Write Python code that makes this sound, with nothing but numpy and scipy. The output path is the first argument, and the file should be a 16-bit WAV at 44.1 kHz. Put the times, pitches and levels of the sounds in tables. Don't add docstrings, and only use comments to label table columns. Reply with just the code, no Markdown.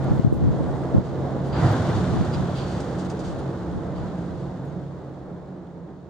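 import sys
import numpy as np
from scipy import signal
from scipy.fft import rfft, irfft
from scipy.io import wavfile

SR = 44100
rng = np.random.default_rng(int(sys.argv[2]) if len(sys.argv) > 2 else 0)


def to_wav(s):
    ch = np.atleast_2d(s).T
    pcm = np.round(np.clip(ch, -1, 1) * 32767)
    wavfile.write(sys.argv[1], SR, pcm.astype(np.int16))


N = 268569
TIME_S = np.arange(N) / SR
BIN_HZ = np.arange(N // 2 + 1) * SR / N


def undb(db):
    return 10 ** (np.asarray(db) / 20)

def since(start_s):
    return np.maximum(TIME_S - start_s, 0)

def swell(centre_s, half_s):
    return np.exp(-np.minimum(((TIME_S - centre_s) / half_s) ** 2, 20))

def colour(points):
    hz, db = np.transpose(points)
    return undb(np.interp(np.log(BIN_HZ + 1), np.log(hz), db))

def resonance(hz, half_width_hz):
    return 1 / (1 + ((BIN_HZ - hz) / half_width_hz) ** 2)

def noise(gain):
    x = irfft(gain * rfft(rng.standard_normal(N)), N)
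    return x / x.std()

def walk(rate_hz):
    return noise(resonance(0, rate_hz))

def pan(db):
    return undb(np.array([[db], [-db]]) / 2)

# frequency_hz, level_db
SIDE_SPECTRUM = [(60, -10.5), (130, -20.5), (380, -11.5), (700, -9.5), (1300, -7.5), (2400, -4.5),
                 (4400, -3.5), (8000, -7), (15000, 2)]
def far_noise(gain, right_lag_s=.00003):
    mid, side = gain * rfft(rng.standard_normal((2, N)))
    side = side * colour(SIDE_SPECTRUM)
    lag = np.exp(-2j * np.pi * BIN_HZ * right_lag_s)
    return irfft(np.array([mid + side, (mid - side) * lag]), N) / irfft(mid, N).std()

def rolling(arrival_s, ebb_db_per_s, attack_s=0.1):
    age = since(arrival_s)
    return np.minimum(age / attack_s, 1) * undb(-ebb_db_per_s * age)

# arrival_s, rumble_db, hiss_db, ebb_db_per_s
VEHICLES = [(-.04, -33.5, -51, 33.5), (1.53, -23, -42, 7.5), (3.95, -46.5, -58, 13)]
def load(boom=0, delay_s=0.11, half_s=0.14):
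    return sum(undb(db) * (rolling(s, ebb) + boom * swell(s + delay_s, half_s))
               for s, db, _, ebb in VEHICLES)

# frequency_hz, relative_db
RUMBLE_SPECTRUM = [(25, -31.5), (50, -18.5), (70, -6.5), (105, -0.5), (160, -1), (230, -7.5), (330, -8),
                   (460, -17), (700, -14), (1000, -18.5), (1500, -21.5), (2300, -37.5), (3500, -61),
                   (6000, -84)]
def heavy_vehicles(boom_hz=107, boom_db=-4.5, shudder_db=0.73):
    gain = colour(RUMBLE_SPECTRUM) * (1 + 0.43 * resonance(boom_hz, half_width_hz=7))
    return far_noise(gain) * load(boom=undb(boom_db)) * undb(shudder_db * walk(33)) * pan(-0.9)

def flow(ease_db_per_s=1.47, fade_db_per_s=3):
    return undb(-29 - ease_db_per_s * since(1.1) - fade_db_per_s * since(3.56))

# frequency_hz, relative_db
ROAR_SPECTRUM = [(25, -13), (50, -13.5), (68, 3.5), (110, -1), (180, -4.5), (230, -0.5), (310, 1),
                 (400, -2.5), (500, -2), (700, -6.5), (1000, -14), (1500, -22), (2000, -29.5),
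                 (2600, -43.5), (5000, -70.5)]
def traffic(flutter_db=0.93):
    return far_noise(colour(ROAR_SPECTRUM)) * flow() * undb(flutter_db * walk(8.8)) * pan(-1.6)

def grating_hum(pitch_hz=134, rise_hz_per_s=0.76, waver=0.0291, throb_db=3.0, noise_share=.3):
    hz = (pitch_hz + rise_hz_per_s * TIME_S) * (1 + waver * walk(11))
    level_db = -30.5 - 1.8 * TIME_S - 9 * since(4.84)
    tone = np.sin(2 * np.pi * np.cumsum(hz) / SR) * undb(throb_db * walk(12))
    roughness = far_noise(resonance(pitch_hz, half_width_hz=9))
    hum = np.sqrt(2 * (1 - noise_share)) * tone + np.sqrt(noise_share) * roughness
    return hum * undb(level_db) * pan(-2.5)

# pitch_hz, half_width_hz, relative_db
DECK_MODES = [(176.4, 12, 7.5), (330, 13, -5), (357, 6.1, -9), (423.6, 8, -9)]
# centre_s, half_length_s, level_db
DRONE_SWELLS = [(2.053, 0.33, -31.5), (2.416, 0.04, -37), (3.154, .15, -47), (4.156, 0.067, -32),
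                (4.47, 0.25, -37), (5.574, 0.064, -44)]
def deck_drone(flow_db=-8, load_db=-16.5, growth_db_per_s=1.55):
    drone = far_noise(sum(undb(db) * resonance(hz, width) for hz, width, db in DECK_MODES))
    drive = np.hypot(undb(flow_db) * flow(), undb(load_db) * load()) * undb(growth_db_per_s * TIME_S)
    swells = sum(undb(db) * swell(s, half) for s, half, db in DRONE_SWELLS)
    return drone * np.hypot(drive, swells) * pan(-2.5)

# frequency_hz, relative_db
HISS_SPECTRUM = [(1200, 2), (2300, -3.5), (3500, 2), (4700, -2), (5300, -5.5), (7000, -5.5), (8500, -12),
                 (10300, -19), (11800, -37), (13000, -34.5), (15500, -29.5)]
def tyre_hiss(flow_db=-26, dulling_db_per_s=2, floor_db=-72, grain_db=1):
    stream = flow() * undb(flow_db - dulling_db_per_s * since(2))
    vehicle_power = sum((undb(db) * rolling(s, ebb)) ** 2 for s, _, db, ebb in VEHICLES)
    envelope = np.sqrt(stream ** 2 + undb(floor_db) ** 2 + vehicle_power)
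    return far_noise(colour(HISS_SPECTRUM)) * envelope * undb(grain_db * walk(230)) * pan(1.6)

# frequency_hz, relative_db
SMALL_EDDY_SPECTRUM = [(20, -15), (45, -6.5), (80, 7.5), (150, 9), (250, 2.5), (400, -9), (600, -23),
                       (1000, -32.5), (2500, -71.5)]
LARGE_EDDY_SPECTRUM = [(20, -16.5), (45, -3.5), (80, -0.5), (110, -1), (170, -7), (400, -39.5), (1500, -84)]
# centre_s, half_length_s, relative_db, large_eddy_share
GUSTS = [(0.02, 0.029, -27.5, 0.6), (0.122, 0.043, -20.5, 0.2), (0.268, 0.012, -13, 0.3),
         (0.344, 0.032, -15.5, 0.4), (0.468, 0.048, -15, 0.1), (0.66, 0.085, -27.5, .2),
         (0.955, 0.0067, -25, .15), (0.973, 0.027, -16, 0.3), (1.97, 0.033, -30.5, 0.9),
         (2.179, 0.047, -21.5, 0.3), (2.398, 0.048, -26.5, 0.4), (3.317, 0.059, -31.5, 0.94),
         (3.758, 0.032, -26, 0.3), (4.004, 0.083, -35.5, 0.6), (4.34, 0.023, -35.5, 1)]
def wind(easing_db_per_s=4, puff_db=3, swirl_db=1.5, crosstalk=.36, trim_db=-1.5):
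    breeze = undb(-31 - easing_db_per_s * TIME_S + puff_db * walk(17))
    small_power, large_power = breeze ** 2, 0
    for centre, half, db, large_share in GUSTS:
        power = undb(db) ** 2 * swell(centre, half)
        small_power += (1 - large_share) * power
        large_power += large_share * power
    ports = np.zeros((2, N))
    for port in ports:
        small = np.sqrt(small_power) * noise(colour(SMALL_EDDY_SPECTRUM))
        large = np.sqrt(large_power) * noise(colour(LARGE_EDDY_SPECTRUM))
        port[:] = (small + large) * undb(swirl_db * walk(50))
    return (ports - crosstalk * ports[::-1]) * undb(trim_db)

def whine(pitch_hz=15734, rms_db=-83, fade_db_per_s=4):
    tone = np.sqrt(2) * np.sin(2 * np.pi * pitch_hz * TIME_S)
    return tone * undb(rms_db - fade_db_per_s * since(2.5))

# frequency_hz, relative_db
GRIT_SPECTRUM = [(3000, -23), (6500, 1), (9500, 7), (11500, -8), (12800, -1), (15500, -2)]
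# centre_s, half_length_s, level_db
GRIT_SWELLS = [(0.046, .012, -63), (.16, 0.036, -64), (0.331, .002, -58), (0.345, .018, -60),
               (1.723, .008, -57), (2.335, 0.011, -69), (2.575, .025, -68), (4.655, .015, -72),
               (4.686, .025, -77)]
def treble_grit(grain_db=2.5):
    grit = np.array([noise(colour(GRIT_SPECTRUM)) for _ in range(2)]) * undb(grain_db * walk(300))
    return grit * sum(undb(db) * swell(s, half) for s, half, db in GRIT_SWELLS)

# centre_s, peak_db, width_s, right_share
EDDIES = [(0.1186, -1, .0015, 0.55), (0.197, -3, 0.0013, 0.2), (.249, -1.5, 0.0013, 0.22),
          (0.3264, 2, 0.00076, 0.7), (.428, -11, .0013, .2), (.446, -11, .001, .2),
          (0.475, -7, 0.0013, 0.44), (.608, -10, .0009, .7), (.945, -7.5, 0.0005, 0.2),
          (.950, -3, .0011, .65), (0.955, -8, 0.00091, 0.15), (0.9835, -3.5, 0.0016, 0.72),
          (2.171, -13, .0012, .35), (2.215, -11, .0014, .8), (2.372, -11, .0016, .55)]
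def eddy_thumps(rebound=0.96):
    out = 0
    for centre, db, width, right_share in EDDIES:
        offset = (TIME_S - centre) / width
        spike = (1 - rebound * offset ** 2) * np.exp(-offset ** 2 / 2)
        angle = right_share * np.pi / 2
        port_gains = np.sign(.5 - right_share) * np.array([[np.cos(angle)], [-np.sin(angle)]])
        out += undb(db) * spike * port_gains
    return out

# frequency_hz, relative_db
DULL_SPECTRUM = [(1200, -20), (2300, 2.5), (3100, 7), (4200, 4), (4750, 9.5), (5400, -13), (7500, -8.5),
                 (10300, -43), (15500, -34)]
BRIGHT_SPECTRUM = [(2000, -9.5), (4000, 0), (6200, 4.5), (8000, -0.5), (9400, -7), (10800, -16.5),
                   (11800, -35), (13500, -24), (15500, -34)]
# start_s, relative_db, length_s, bright_share, left_minus_right_db
TICK_AND_RATTLES = [(0.329, -54, 0.0011, 0.3, -6), (1.036, -54, 0.045, 0.3, 1), (1.43, -55, 0.088, 0.3, 1),
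                    (1.523, -45.5, 0.071, 0, 1), (1.64, -47, 0.065, 0.1, 1), (1.95, -48, .045, 0.4, 1),
                    (2.247, -51, 0.013, .5, 5), (2.333, -42.5, 0.021, 0.08, -4),
                    (2.547, -44, 0.082, 0.09, -3), (2.66, -51.5, 0.19, 0.44, 0),
                    (2.802, -49, 0.01, 0.96, -1), (2.982, -49, 0.029, 0.54, 2), (3.045, -53, 0.017, 0.7, 2),
                    (3.096, -45.5, 0.015, 0.75, 1), (3.19, -48, 0.019, 0.55, 2),
                    (3.233, -49, 0.065, 0.43, 1), (3.385, -53, 0.019, 0.2, 4),
                    (3.948, -55.5, 0.054, 0.07, 0), (4.17, -64, 0.11, 0.4, 3), (4.367, -63, 0.086, .3, 3)]
def tick_and_rattles(attack_share=0.13, spread=0.47, trim_db=-1):
    dull = far_noise(colour(DULL_SPECTRUM))
    bright_mid, bright_side = (noise(colour(BRIGHT_SPECTRUM)) for _ in range(2))
    bright = bright_mid + spread * bright_side * np.array([[1], [-1]])
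    out = 0
    for start, db, length, bright_share, pan_db in TICK_AND_RATTLES:
        progress = since(start) / length
        envelope = (1 - np.exp(-progress / attack_share)) * np.exp(-progress ** 2 / 2)
        blend = np.sqrt(1 - bright_share) * dull + np.sqrt(bright_share) * bright
        out += undb(db + trim_db) * envelope * blend * pan(pan_db)
    return out

# centre_s, pitch_hz, level_db, half_length_s
SQUEAKS = [(.37, 12750, -69, .016), (.72, 8450, -72, .17), (1.481, 10100, -68, .01),
           (1.724, 14200, -62.5, .009), (2.343, 4900, -50, 0.017), (2.59, 3350, -55, .035),
           (2.59, 4770, -59, .03), (3.397, 9300, -63, .007), (4.69, 6550, -72, .025)]
def squeaks(width_share=0.042):
    return sum(undb(db) * swell(s, half) * noise(resonance(hz, width_share * hz))
               for s, hz, db, half in SQUEAKS)

# frequency_hz, relative_db
RUSH_SPECTRUM = [(200, -22), (500, 13.5), (1500, -5), (2200, -12), (4000, -22), (9000, -50)]
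# centre_s, half_length_s, level_db
RUSHES = [(1.57, 0.027, -31), (1.698, 0.037, -32), (1.896, 0.028, -31)]
def tyre_rushes(rough_db=3.5):
    swells = sum(undb(db) * swell(s, half) for s, half, db in RUSHES)
    return far_noise(colour(RUSH_SPECTRUM)) * swells * undb(rough_db * walk(60)) * pan(0.5)

# pitch_hz, relative_db, decay_s
THUD_MODES = [(108.2, -4, 0.025), (173.5, 0, 0.0083), (315, -8.5, 0.017), (637, -6, 0.0094)]
# start_s, strength_db
THUDS = [(1.599, -14.5), (1.636, -12), (1.668, -15), (1.792, -17), (1.88, -10.5), (1.97, -13), (2.102, -18),
         (2.411, -16)]
def wheel_thuds(detune=0.058, attack_s=0.0086):
    out = 0
    for start, db in THUDS:
        age = since(start)
        tunings = 1 + detune * rng.standard_normal(len(THUD_MODES))
        ring = 0
        for (hz, mode_db, decay), tuning in zip(THUD_MODES, tunings):
            damping = np.exp(-np.minimum(age / decay, 20))
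            ring += undb(mode_db) * np.sin(2 * np.pi * hz * tuning * age) * damping
        onset = 1 - np.exp(-np.minimum((age / attack_s) ** 2, 20))
        out += undb(db) * ring * onset
    return out * pan(-3)

def gain_control(x, threshold_db=-4.8, cut_share=.85, attack_s=.016, recover_db_per_s=16):
    peak_db = 20 * np.log10(np.abs(x).max(axis=0) + 1e-9)
    excess_db = np.maximum(peak_db - threshold_db, 0)
    recovery_db = recover_db_per_s * TIME_S
    cut_db = np.maximum.accumulate(cut_share * excess_db + recovery_db) - recovery_db
    pole = np.exp(-1 / (attack_s * SR))
    return x * undb(-signal.lfilter([1 - pole], [1, -pole], cut_db))

def scene():
    bridge = heavy_vehicles() + traffic() + grating_hum() + deck_drone() + tyre_hiss()
    foreground = wind() + whine() + treble_grit() + eddy_thumps() + tick_and_rattles() + squeaks()
    return bridge + foreground + tyre_rushes() + wheel_thuds()

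def record(dry, cutoff_hz=15850):
    low_pass = signal.ellip(8, .2, 70, cutoff_hz, fs=SR, output="sos")
    return signal.sosfilt(low_pass, gain_control(dry))


dry = scene()
out = record(dry)
to_wav(out)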